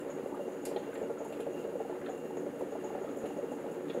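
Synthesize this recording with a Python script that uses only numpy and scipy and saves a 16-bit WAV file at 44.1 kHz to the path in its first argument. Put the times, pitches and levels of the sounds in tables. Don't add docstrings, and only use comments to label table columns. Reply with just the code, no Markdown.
import sys
import numpy as np
from scipy import signal
from scipy.fft import rfft, irfft
from scipy.io import wavfile
from scipy.ndimage import map_coordinates

SR = 44100
rng = np.random.default_rng(int(sys.argv[2]) if len(sys.argv) > 2 else 0)


def dump(signal):
    limited = np.clip(np.atleast_2d(signal).T, -1, 1)
    pcm = np.round(limited * 32767).astype(np.int16)
    wavfile.write(sys.argv[1], SR, pcm)


N = 176400
T = np.arange(SR // 3) / SR


def amp(db):
    return 10 ** (np.asarray(db) / 20)


def unit(x):
    return x / np.sqrt(np.mean(x ** 2) + 1e-20)


def along(points, hz):
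    f, values = np.transpose(points)
    return np.interp(np.log(hz + 1), np.log(f + 1), values)


def curve(rows):
    return np.interp(np.arange(N) / SR, *np.transpose(rows))


def wobble(knots_per_s):
    return map_coordinates(rng.standard_normal(4096), [np.arange(N) * knots_per_s / SR], mode="wrap")


def noise(colour, size):
    gain = amp(along(colour, np.fft.rfftfreq(size, 1 / SR)))
    return unit(irfft(rfft(rng.standard_normal(size)) * gain, size))


def fade(attack_s, t60):
    return (1 - np.exp(-T / attack_s)) * np.exp(-np.log(1000) * T / t60)


def burst(colour, attack_s, t60):
    envelope = fade(attack_s, t60)
    return unit(noise(colour, len(T)) * envelope) * np.sqrt(np.mean(envelope ** 2))


def ring(modes, attack_s):
    chance = rng.standard_normal((len(modes), 2))
    return sum(amp(db + 3.53 * scatter) * np.sin(2 * np.pi * (hz * T + phase)) * fade(attack_s, t60)
               for (hz, db, t60), (scatter, phase) in zip(modes, chance))


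def add(track, s, sound):
    part = track[max(0, round(s * SR)):][:len(sound)]
    part += sound[:len(part)]


def in_room(sound, wet_db):
    # f/Hz, t60/s
    room = [(200, 0.28), (2000, 0.42), (12000, .22)]
    hz, t, spectra = signal.stft(rng.standard_normal(len(T)), SR, nperseg=256)
    decay = np.exp(-np.log(1000) * t / along(room, hz)[:, None])
    tail = signal.istft(spectra * decay, SR, nperseg=256)[1]
    return sound + amp(wet_db) * signal.fftconvolve(sound, tail / np.linalg.norm(tail))[:len(sound)]


def hum():
    # f/Hz, level/dB
    tones = [(59, -82), (119.5, -70)]
    return sum(amp(db) * unit(np.sin(2 * np.pi * hz * np.arange(N) / SR)) for hz, db in tones)


def simmer():
    # f/Hz, relative level/dB
    rumble_colour = [(25, -35), (72, -34), (92, -17.5), (110, -26.5), (135, -23), (153, -7), (178, -9),
                     (195, -6.5), (215, -5), (262, -2.5), (292, 4.5), (328, -12.5), (365, 6), (398, -5.5),
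                     (422, -22), (445, 4), (480, 0.5), (505, -2), (570, -7), (690, -17.5), (850, -14.5),
                     (980, -27.5), (1500, -38), (3000, -96)]
    seethe_colour = [(100, -15), (600, 4.5), (1250, 3), (1800, 0), (2600, -8), (3000, -10), (4000, -16.5),
                     (5200, -27), (8000, -32)]
    fizz_colour = [(2000, -43), (4500, -4.5), (5900, -10), (6220, 3.5), (6420, -12.5), (6780, 11),
                   (7100, -5), (7260, 4.5), (7450, -4), (8000, -1), (8600, -8), (9400, -1), (10200, -5),
                   (10700, 2), (11200, -4), (12500, -5.5), (15700, -9.5)]
    wall_colour = [(2000, -48), (2680, -15), (2790, 1.5), (2900, -17.5), (3600, -31)]
    # t/s, relative level/dB
    rumble_drift = [(0.0, -39.5), (1.78, -40), (1.89, -39), (2.15, -40.5), (2.48, -38), (2.74, -41.5),
                    (3.81, -39), (3.89, -40), (4.0, -38)]
    seethe_drift = [(0.0, -53), (0.43, -57), (0.76, -54.5), (1.73, -56.5), (1.95, -55.5), (2.33, -57.5),
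                    (2.96, -54), (3.43, -56), (4.0, -54.5)]
    rumble = amp(curve(rumble_drift) - 2 + wobble(29.9)) * noise(rumble_colour, N)
    seethe = amp(curve(seethe_drift) + 0.5 + 1.2 * wobble(45)) * noise(seethe_colour, N)
    wall = amp(-70 + 3.6 * wobble(14)) * noise(wall_colour, N)
    fizz = amp(-66.5 + 0.6 * wobble(25.6)) * noise(fizz_colour, N)
    return rumble + seethe + wall + fizz


def pings():
    # t/s, relative level/dB
    events = [(0.1002, -50), (0.1401, -68), (0.5173, -57), (0.614, -58), (0.7784, -58), (1.019, -56.5),
              (1.182, -53.5), (1.2411, -55), (1.5207, -58), (1.5868, -59), (1.7752, -61), (1.8925, -63),
              (2.095, -53), (2.367, -52.5), (2.7126, -56), (2.8394, -49.5), (3.0203, -58), (3.0966, -59.5),
              (3.1583, -61), (3.186, -54.5), (3.2688, -56), (3.3676, -58), (3.5094, -57), (3.71, -60),
              (3.9394, -55.5)]
    # f/Hz, relative level/dB
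    colour = [(3000, -54), (5900, -24), (6220, -30), (6420, -13), (6620, -4.5), (6780, 0), (6880, -11),
              (6980, -1.5), (7120, -9), (7500, -26), (9000, -37), (10700, -30), (13000, -45)]
    out = np.zeros(N)
    for s, db in events:
        add(out, s, amp(db - 6) * burst(colour, attack_s=0.0014, t60=0.33))
    return out


def ticks():
    # t/s, relative level/dB, favoured f/Hz
    events = [(0.002, -54, 8500), (0.271, -60, 10800), (0.344, -59, 10800), (0.938, -53.5, 9000),
              (0.975, -55, 7300), (1.246, -53, 10000), (1.28, -55, 9800), (1.324, -55, 11000),
              (1.401, -51, 9300), (1.608, -60, 10500), (2.175, -57.5, 7500), (2.59, -56, 11500),
              (3.168, -54, 11000), (3.186, -57.5, 10000), (3.259, -54.5, 11000), (3.52, -57, 8500),
              (3.599, -61, 11000), (3.714, -59, 10300)]
    # f/Hz, relative level/dB
    steel = [(2000, -28), (5500, -13), (6900, 0), (7300, 14), (7700, 0), (8600, -3), (9500, 0), (10200, 3),
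             (11400, 2.5), (12400, -2), (14000, -15)]
    fall_db_per_octave = 9
    out = np.zeros(N)
    for s, db, hz in events:
        colour = [(f, level - fall_db_per_octave * abs(np.log2(f / hz))) for f, level in steel]
        add(out, s, amp(db - 2) * in_room(burst(colour, attack_s=0.002, t60=0.068), wet_db=-2))
    return out


def click():
    # t/s, relative level/dB
    events = [(0.652, -33.5), (0.656, -36.5)]
    # f/Hz, relative level/dB
    colour = [(500, -2), (1500, -4), (2400, 1.5), (3300, -7), (4600, -2), (6300, -3), (7400, 5.5),
              (8400, -1), (10500, 1.5), (12500, -4.5), (15000, -18)]
    out = np.zeros(N)
    for s, db in events:
        add(out, s, amp(db - 6) * in_room(burst(colour, attack_s=0.00066, t60=0.05), wet_db=-1.5))
    return out


def clinks():
    # t/s, relative level/dB
    events = [(0.761, -38), (0.953, -46), (1.336, -52), (2.06, -44), (2.084, -50), (3.055, -52),
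              (3.087, -52), (3.882, -49), (3.898, -37.5)]
    # f/Hz, relative level/dB, t60/s
    modes = [(1864, 3, 0.063), (2493, -4, 0.056), (2763, 0, .05), (3220, -0.5, .045), (3444, -2, 0.044),
             (3590, -3, 0.025), (3940, -2.5, 0.042), (4350, -8.5, .045)]
    # f/Hz, relative level/dB
    scuff = [(900, -20), (1900, -6), (2500, -1.5), (3400, 0.5), (4200, -3), (4800, -16), (8000, -45)]
    out = np.zeros(N)
    for s, db in events:
        contact = 0.74 * ring(modes, attack_s=0.0016) + amp(2) * burst(scuff, attack_s=0.0027, t60=0.055)
        add(out, s, amp(db - 9.5) * in_room(contact, wet_db=-7))
    return out


def pops():
    # t/s, relative level/dB, peak f/Hz
    events = [(0.93, -50, 2100), (0.953, -42.5, 1950), (1.324, -48, 2700), (1.402, -45, 2550),
              (2.012, -43.5, 1490), (2.061, -41.5, 1390), (2.09, -46, 1300), (2.367, -44.5, 1700),
              (2.949, -48, 1550), (3.08, -50, 2000), (3.255, -47, 2500)]
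    out = np.zeros(N)
    for s, db, hz in events:
        colour = [(hz / 4, -18), (hz / 1.5, -3), (hz, 0), (hz * 1.28, -5), (hz * 2.2, -22), (hz * 3, -50)]
        add(out, s, amp(db - 4) * in_room(burst(colour, attack_s=0.0013, t60=0.053), wet_db=0))
    return out


def blips():
    # t/s, relative level/dB, starting f/Hz
    bubbles = [(0.324, -36.5, 856), (0.343, -42, 1200), (0.345, -40, 897), (0.375, -48, 1380),
               (0.76, -33, 809), (0.93, -47, 1527), (1.173, -45.5, 1345), (1.252, -38.5, 890),
               (1.8, -33.5, 768), (1.85, -36, 773), (1.926, -38, 870), (2.095, -32.5, 747),
               (2.306, -38.5, 828), (2.367, -39.5, 845), (2.61, -40, 716), (2.843, -37, 850),
               (2.903, -35, 786), (2.949, -33.5, 740), (3.033, -38, 808), (3.075, -41.5, 1250),
               (3.247, -34, 735), (3.305, -36.5, 793), (3.396, -36, 626), (3.586, -40, 883),
               (3.66, -40, 814), (3.967, -35, 847)]
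    rise_per_s = 2.5
    out = np.zeros(N)
    for s, db, hz in bubbles:
        phase = 2 * np.pi * hz * T * (1 + rise_per_s * T / 2)
        tone = np.sin(phase) * fade(attack_s=0.0012, t60=0.04)
        add(out, s, amp(db + 3) * in_room(tone, wet_db=-8))
    return out


def collapse(hz):
    # f/Hz, relative level/dB, t60/s
    pot_modes = [(159, -28, 0.6), (201, -20.5, 0.033), (239, -16, 0.23), (286.7, -6.5, 0.15),
                 (364.7, -0.5, 0.22), (378.7, -0.5, 0.15), (444, 0.5, .18), (470, 5, 0.12),
                 (567.2, 7.5, 0.13), (660, -1, .1), (795, -21.5, 0.24), (761, -15.5, 0.19),
                 (844, -3.5, 0.091), (1008, -22.5, 0.36), (1385, -19, 0.21)]
    # f/Hz, relative level/dB
    knock_colour = [(60, -24), (200, -13), (400, 4.5), (560, 3.5), (850, -1.5), (1050, -14.5),
                    (1800, -26.5), (4000, -41), (9000, -50)]
    push = np.sin(2 * np.pi * hz * T) * fade(attack_s=0.0033, t60=0.036)
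    pot = amp(-19) * ring(pot_modes, attack_s=0.001)
    knock = amp(-13) * burst(knock_colour, attack_s=0.0017, t60=0.07)
    sound = push + pot + knock
    rebound_s = 0.01168 * np.exp(0.11 * rng.standard_normal())
    add(sound, rebound_s, amp(-3) * push)
    return sound / np.abs(sound).max()


def thumps():
    # t/s, relative level/dB, f/Hz
    strong = [(0.044, -37, 405), (0.062, -35, 457), (0.093, -30.5, 572), (0.185, -30.5, 380),
              (0.258, -26, 446), (0.326, -31.5, 394), (0.344, -35.5, 373), (0.393, -28.5, 580),
              (0.478, -29, 451), (0.526, -41, 445), (0.666, -28.5, 474), (0.713, -27, 556),
              (0.76, -23, 490), (0.879, -32, 480), (0.961, -34.5, 370), (1.014, -31, 450),
              (1.027, -28, 413), (1.098, -25, 467), (1.204, -31, 567), (1.249, -35, 400),
              (1.304, -31.5, 550), (1.321, -32, 467), (1.362, -37, 368), (1.394, -30, 386),
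              (1.466, -27.5, 576), (1.529, -34.5, 440), (1.596, -32, 460), (1.647, -28, 364),
              (1.671, -32, 442), (1.722, -36, 374), (1.753, -29, 535), (1.802, -28, 440), (1.848, -34, 470),
              (1.896, -29, 610), (1.964, -34, 377), (2.084, -29.5, 445), (2.237, -35, 550),
              (2.368, -29, 382), (2.462, -30, 423), (2.608, -27, 537), (2.722, -28, 430), (2.751, -28, 363),
              (2.838, -29.5, 367), (2.85, -29.5, 450), (2.904, -33.5, 393), (2.948, -28, 466),
              (3.011, -27.5, 434), (3.042, -27.5, 446), (3.172, -32, 367), (3.238, -28, 446),
              (3.362, -30, 363), (3.387, -32.5, 560), (3.441, -29.5, 384), (3.518, -28.5, 360),
              (3.643, -31, 550), (3.665, -32.5, 456), (3.695, -34.5, 380), (3.766, -34.5, 428),
              (3.897, -29, 455), (3.946, -27.5, 380), (3.967, -29.5, 510)]
    small_per_s, small_db, spread_db = 60, -41.5, 2
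    out = np.zeros(N)
    for s, db, hz in strong:
        add(out, s, amp(db - 0.88) * collapse(hz))
    small = [collapse(440 * np.exp(0.258 * scatter)) for scatter in rng.standard_normal(size=24)]
    onsets = rng.random(size=600)[:int(small_per_s * N / SR)] * N / SR
    for s, scatter in zip(onsets, rng.standard_normal(size=600)):
        add(out, s, amp(small_db + spread_db * min(scatter, 2)) * small[rng.integers(len(small))])
    return out


def scene():
    return (thumps() + blips() + simmer() + pops() + clinks() + pings() + ticks() + click() + hum())[None]


def record(dry):
    cutoff_hz = 15750
    passband = np.fft.rfftfreq(2 * N, 1 / SR) < cutoff_hz
    return irfft(rfft(dry, 2 * N) * passband)[:, :N]


dry = scene()
out = record(dry)
dump(out)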